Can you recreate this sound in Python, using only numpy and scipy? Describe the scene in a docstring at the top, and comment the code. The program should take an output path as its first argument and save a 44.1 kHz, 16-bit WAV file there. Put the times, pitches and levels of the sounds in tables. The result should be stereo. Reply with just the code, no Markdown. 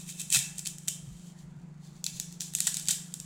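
"""Thin plastic supports snap as hands tear them off a printed part over a table.
Struts break singly and in bursts, each a short blow of noise that rings the part's modes, some of them
damped by the grip. Fine crackle and finger rustle fill the gaps, and the small room rings on.
Behind this the table is bumped now and then, and a machine hums steadily over soft room noise."""
import sys
import numpy as np
from scipy import signal
from scipy.io import wavfile
from scipy.ndimage import uniform_filter1d

SR = 44100
rng = np.random.default_rng(int(sys.argv[2]) if len(sys.argv) > 2 else 0)


def digitize_waveform(pressure):
    """Quantize a signal to 16-bit integers and store it at the path in sys.argv[1].

    Rows of a 2-D input are taken as channels; values are limited to [-1, 1].
    """
    field = np.atleast_2d(pressure).T
    bounded = np.clip(field, -1, 1)
    quanta = np.round(bounded * 32767).astype(np.int16)
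    wavfile.write(sys.argv[1], SR, quanta)


N = 143325

# struts breaking: t/s, level/dB, mid-band offset/dB, low-band offset/dB
SNAPS = [(0.091, -32.5, 10.5, -6), (0.197, -27.5, 4, -10), (0.2052, -24, -5, -4), (0.2156, -22.5, -22, -14),
         (0.3028, -20, -3, -10), (0.3256, -11, 2.5, -1), (0.3332, -15, -22, 6), (0.3369, -18.5, -15, 3),
         (0.342, -20, -18, 14), (0.3465, -14.5, 7.5, 16), (0.3548, -18.5, 8.5, 9), (0.3595, -10.5, 4, 15),
         (0.369, -15, 6, 17), (0.3898, -15.5, -5, -1), (0.5827, -24.5, -27, 5.5), (0.5925, -21.5, -26, 3),
         (0.6529, -28.5, -2.5, 13), (0.6586, -27.5, 6.5, 14), (0.6687, -22, -1.5, 7),
         (0.6727, -16.5, -5.5, -7), (0.7836, -29.5, -15, 6), (0.8761, -26.5, -16, 16),
         (0.882, -15.5, 3.5, 1), (0.8857, -13, -20, 0), (2.0416, -19, -12, -24.5),
         (2.0646, -19.5, 2.5, 9.5), (2.1992, -17.5, -6.5, 8), (2.3254, -36, -7, 5), (2.4019, -36, -3, -2),
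         (2.4066, -18.5, -35, 9), (2.4181, -23, -9, 11), (2.5369, -26, -4, 8), (2.5505, -11, -5, 4),
         (2.586, -20.5, -13, 16), (2.6042, -10, -4.5, 6), (2.6698, -12, -2.5, 16),
         (2.6737, -14.5, -2, 16.5), (2.676, -22.5, 1, 21), (2.7429, -17, -3, 8), (2.7514, -31, 5, -6),
         (2.7696, -17, 0, 4), (2.797, -23, -18, 9), (2.8558, -33.5, 4.5, 1), (2.8655, -36, 4, -8),
         (2.8742, -25.5, 1, 4), (2.8853, -12.5, 4, 3), (2.8911, -16, -4, 17.5), (2.9086, -15, 0.5, -10),
         (2.9106, -15, -18, 11.5), (2.9138, -21, -17, -1), (3.14, -21.5, -5, 4), (3.2005, -25, -4, 4)]
def snaps(attack_s=0.0005, decay_s=0.0013):
    """Each breaking strut is one sharp pulse of force: envelopes for the high, mid and low bands."""
    force, t = np.zeros((3, N)), np.arange(1500) / SR
    pulse = (1 - np.exp(-t / attack_s)) * np.exp(-t / decay_s)
    for s, db, mid_db, low_db in SNAPS:
        add(force, s - attack_s, amp(db) * amp([[0], [mid_db], [low_db]]) * pulse)
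    return force


# strain on the plastic, the fader for crackle and rustle: t/s, level/dB
STRAIN = [(0, -40), (.05, -50), (.075, -42.5), (.1, -33.5), (.13, -48), (.17, -45.5), (.205, -32),
          (.24, -47), (0.294, -48), (0.319, -26.5), (.35, -15.5), (.40, -35), (.45, -39.5), (.56, -53.5),
          (.59, -38.5), (.63, -60), (.665, -37), (.72, -64), (.85, -53), (1.0, -55.5), (1.2, -56),
          (1.29, -54), (1.345, -68.5), (1.395, -55), (1.459, -70.5), (1.79, -73.5), (1.848, -55.5),
          (1.92, -65.5), (1.96, -59.5), (2.03, -67), (2.1, -58), (2.169, -41.5), (2.23, -59), (2.3, -57),
          (2.34, -54), (2.39, -67), (2.414, -36.5), (2.46, -45), (2.53, -54.5), (2.57, -40), (2.641, -37),
          (2.68, -30), (2.73, -42), (2.79, -37.5), (2.86, -47.5), (2.9, -26.5), (2.92, -28), (2.97, -42),
          (3.1, -53.5), (3.18, -53), (3.25, -54)]
def crackle_and_rustle(ticks_per_s=600, spread_db=6, decay_s=0.0023, crackle_db=-12, rustle_db=-8.5):
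    """Tiny random cracks over smooth finger rustle swell with the strain: high, mid and low envelopes."""
    sizes = amp(spread_db * np.minimum(rng.exponential(1, N), 4))
    ticks = sizes * (rng.random(N) < ticks_per_s / SR)
    tail = np.exp(-np.arange(1500) / SR / decay_s)
    crackle = unit_rms(signal.oaconvolve(ticks, tail)[:N])
    texture = np.hypot(amp(crackle_db) * crackle, amp(rustle_db))
    return fader(*np.transpose(STRAIN)) * texture * amp([[0], [0.5], [8]])


# the part's body, bite and sizzle resonances: f/Hz, width/Hz, level/dB
LOW_MODES = [(800, 170, -21), (1440, 180, -16.5), (1901, 170, -13.5)]
MID_MODES = [(3730, 513, 3), (5200, 610, -14.5)]
HIGH_MODES = [(6030, 2740, 4), (7680, 1510, 12.5), (9586, 1410, 8), (10330, 1140, 7), (12200, 4500, -4),
              (15900, 570, -24)]
# resonances that the fingers damp: f/Hz, width/Hz, level/dB
HELD_MODES = [(2628, 120, 0), (3186, 180, 0), (4407, 640, 0.0058), (6180, 1130, 0.016)]
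# how free the grip leaves the four held modes: t/s, then level/dB for each
GRIP = [(.3, 7, 0.5, -13, -27), (.6, 9.5, 3, 2.5, -10), (0.859, -10, 7.5, -7, -9), (1.35, -9.5, 7, 5, -1.5),
        (1.899, -11, -8, 10, 2), (2.06, 9.5, -28, 10, 6.5), (2.45, -17, -39, 6.5, 6.5),
        (2.6, -5, 0, 0.5, -38)]
def plastic(stereo_width=0.36, low_cut_hz=2300):
    """Snaps, crackle and rustle gate noise, direct and as room echo, that rings the part's modes."""
    high, mid, low = np.hypot(snaps(), crackle_and_rustle())
    centre, side = rng.choice([-1., 1.], (2, N))
    side = stereo_width * side + resonance(side, hz=8500, width_hz=1800, db=-14)  # wider in the treble
    direct, diffuse = np.array([centre + side, centre - side]), diffuse_noise()

    def excite(force, hz, width_hz, db):
        return resonance(force * direct + echo_envelope(force, hz) * diffuse, hz, width_hz, db)

    def bank(force, modes):
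        return sum((-1) ** k * excite(force, *mode) for k, mode in enumerate(modes))

    grip_s, *free_db = np.transpose(GRIP)
    held = sum(excite(force * fader(grip_s, db), *mode)
               for force, db, mode in zip((mid, mid, mid, high), free_db, HELD_MODES))
    bright = bank(high, HIGH_MODES) + bank(mid, MID_MODES) + held
    low_cut = signal.butter(6, low_cut_hz, "high", fs=SR, output="sos")  # thin struts radiate few lows
    return signal.sosfilt(low_cut, bright) + bank(low, LOW_MODES)


# reverb time of the small room: f/Hz, t60/s
ROOM_DECAY = [(700, 0.8), (2000, 0.77), (4000, 0.26), (5500, 0.41), (10000, 0.35), (15000, 0.15)]
def echo_envelope(force, hz, send_db=-5, predelay_s=0.0016, build_s=0.0032):
    """The power of the blows builds up in the room, then dies with the reverb time at hz."""
    power = np.pad(force ** 2, (round(predelay_s * SR), 0))[:N]
    decay_s = curve_at(ROOM_DECAY, hz) / np.log(1e6)
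    return amp(send_db) * np.sqrt(smooth(smooth(power, build_s), decay_s))


def diffuse_noise(mode_width_hz=40, correlation=0.65):
    """Stereo noise for the echo, coloured by the room's many narrow resonances."""
    noise = rng.standard_normal((3, N))
    reflections = rng.standard_normal((3, 2000)) * np.exp(-np.pi * mode_width_hz * np.arange(2000) / SR)
    coloured = unit_rms(signal.oaconvolve(noise, reflections, axes=1)[:, :N])
    return np.sqrt(correlation) * coloured[2] + np.sqrt(1 - correlation) * coloured[:2]


# bumps on the table: t/s, level/dB, deep-mode offset/dB
BUMPS = [(.365, -24, -25), (1.018, -40, -7), (1.075, -26, -23), (1.109, -34.5, -3), (1.448, -39, -5),
         (1.568, -34, -20), (2.141, -33, -21), (2.751, -58, -4), (3.18, -45, -6)]
# the table's upper and deep modes: f/Hz, t60/s
TABLE_MODES = [(137.2, 0.15), (52, 0.24)]
def table_bumps(attack_s=0.004, left_db=-17):
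    """Soft pushes ring the two modes of the table, mostly on the right."""
    thuds, t = np.zeros(N), np.arange(SR // 3) / SR
    for s, db, deep_db in BUMPS:
        ringing = sum(amp(db + offset_db - 60 * t / t60) * np.sin(2 * np.pi * hz * t)
                      for offset_db, (hz, t60) in zip((0, deep_db), TABLE_MODES))
        add(thuds, s, (1 - np.exp(-t / attack_s)) * ringing)
    return thuds * amp([[left_db], [0]])


# machine partials, by multiple of the shaft speed: left level/dB, right level/dB
HUM_PARTIALS = {5: (-80, -69.5), 6: (-75.5, -47.5), 7: (-51.5, -52), 8: (-86.5, -56.5), 14: (-70, -75)}
def machine_hum(shaft_hz=24.87, waver_turns=0.01, waver_db=1.2):
    """Neighbouring multiples of one slightly unsteady shaft speed beat against each other."""
    turns = shaft_hz * np.arange(N) / SR + waver_turns * drift(4) + rng.random()
    hum = np.zeros((2, N))
    for multiple, (left_db, right_db) in HUM_PARTIALS.items():
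        rms = amp([[left_db], [right_db]] + waver_db * drift(6.8))
        hum += np.sqrt(2) * rms * np.cos(2 * np.pi * multiple * turns)
    return hum


# room tone colour: f/Hz, relative level/dB
TONE_SPECTRUM = [(25, -11.5), (60, -14.5), (110, -19.5), (160, 1), (220, -8.5), (280, -15.5), (500, -17),
                 (800, -17), (1200, -22.5), (2500, -27.5), (4500, -41), (7500, -40.5), (10000, -58),
                 (12000, -64), (14000, -86)]
# its stereo image: f/Hz, left-right correlation
TONE_CORRELATION = [(30, 0.42), (150, 0.43), (300, -0.23), (600, -0.74), (1400, -0.47), (3000, -0.51),
                    (7000, .05)]
# its balance: f/Hz, left minus right/dB
TONE_PAN = [(60, -5.5), (550, -1.5), (1650, 0.5), (4970, -2), (15000, 12.5)]
def room_tone(level_db=-53.5, patch_db=1.6):
    """A dark bed of room noise with faint patches drifting through its spectrum."""
    frames, hz = N // 512 + 5, np.fft.rfftfreq(2048, 1 / SR)
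    left_re, left_im, other_re, other_im, patches = rng.standard_normal((frames, 1025, 5)).T
    patches = unit_rms(uniform_filter1d(uniform_filter1d(patches, 16, axis=0), 6, axis=1))
    correlation = curve_at(TONE_CORRELATION, hz)[:, None]
    left = left_re + 1j * left_im
    right = correlation * left + np.sqrt(1 - correlation ** 2) * (other_re + 1j * other_im)
    pan = amp(curve_at(TONE_PAN, hz)[:, None] / 2)
    colour = amp(curve_at(TONE_SPECTRUM, hz)[:, None] + patch_db * patches)
    _, bed = signal.istft(np.array([left * pan, right / pan]) * colour, nperseg=2048, noverlap=1536)
    return amp(level_db) * unit_rms(bed[:, :N])


def amp(db):
    return 10 ** (np.asarray(db) / 20)


def unit_rms(x):
    return x / np.sqrt(np.mean(x ** 2) + 1e-20)


def fader(times_s, levels_db):
    return amp(np.interp(np.arange(N) / SR, times_s, levels_db))


def curve_at(points, hz):
    f, value = np.transpose(points)
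    return np.interp(np.log(hz + 1), np.log(f + 1), value)


def add(mix, start_s, sound):
    part = mix[..., round(start_s * SR):][..., :sound.shape[-1]]
    part += sound[..., :part.shape[-1]]


def resonance(x, hz, width_hz, db):
    return amp(db) * signal.lfilter(*signal.iirpeak(hz, hz / width_hz, SR), x)


def smooth(x, lag_s):
    pole = np.exp(-1 / (lag_s * SR))
    return signal.lfilter([1 - pole], [1, -pole], x)


def drift(top_hz):
    """Slow random wander of rms 1."""
    t, rates = np.arange(N) / SR, np.geomspace(top_hz / 8, top_hz, 10)
    return unit_rms(sum(np.sin(2 * np.pi * (hz * t + rng.random())) / np.sqrt(hz) for hz in rates))


def scene():
    """The plastic up front, a touch to the right, over hum, room tone and bumps."""
    return plastic() * amp([[-0.35], [0.35]]) + machine_hum() + room_tone() + table_bumps()


def record(dry):
    """A steep high cut at 16 kHz on the whole mix."""
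    high_cut = signal.firwin(511, 16000, window=("kaiser", 9), fs=SR)
    return signal.oaconvolve(dry, high_cut[None], "same")


dry = scene()
out = record(dry)
digitize_waveform(out)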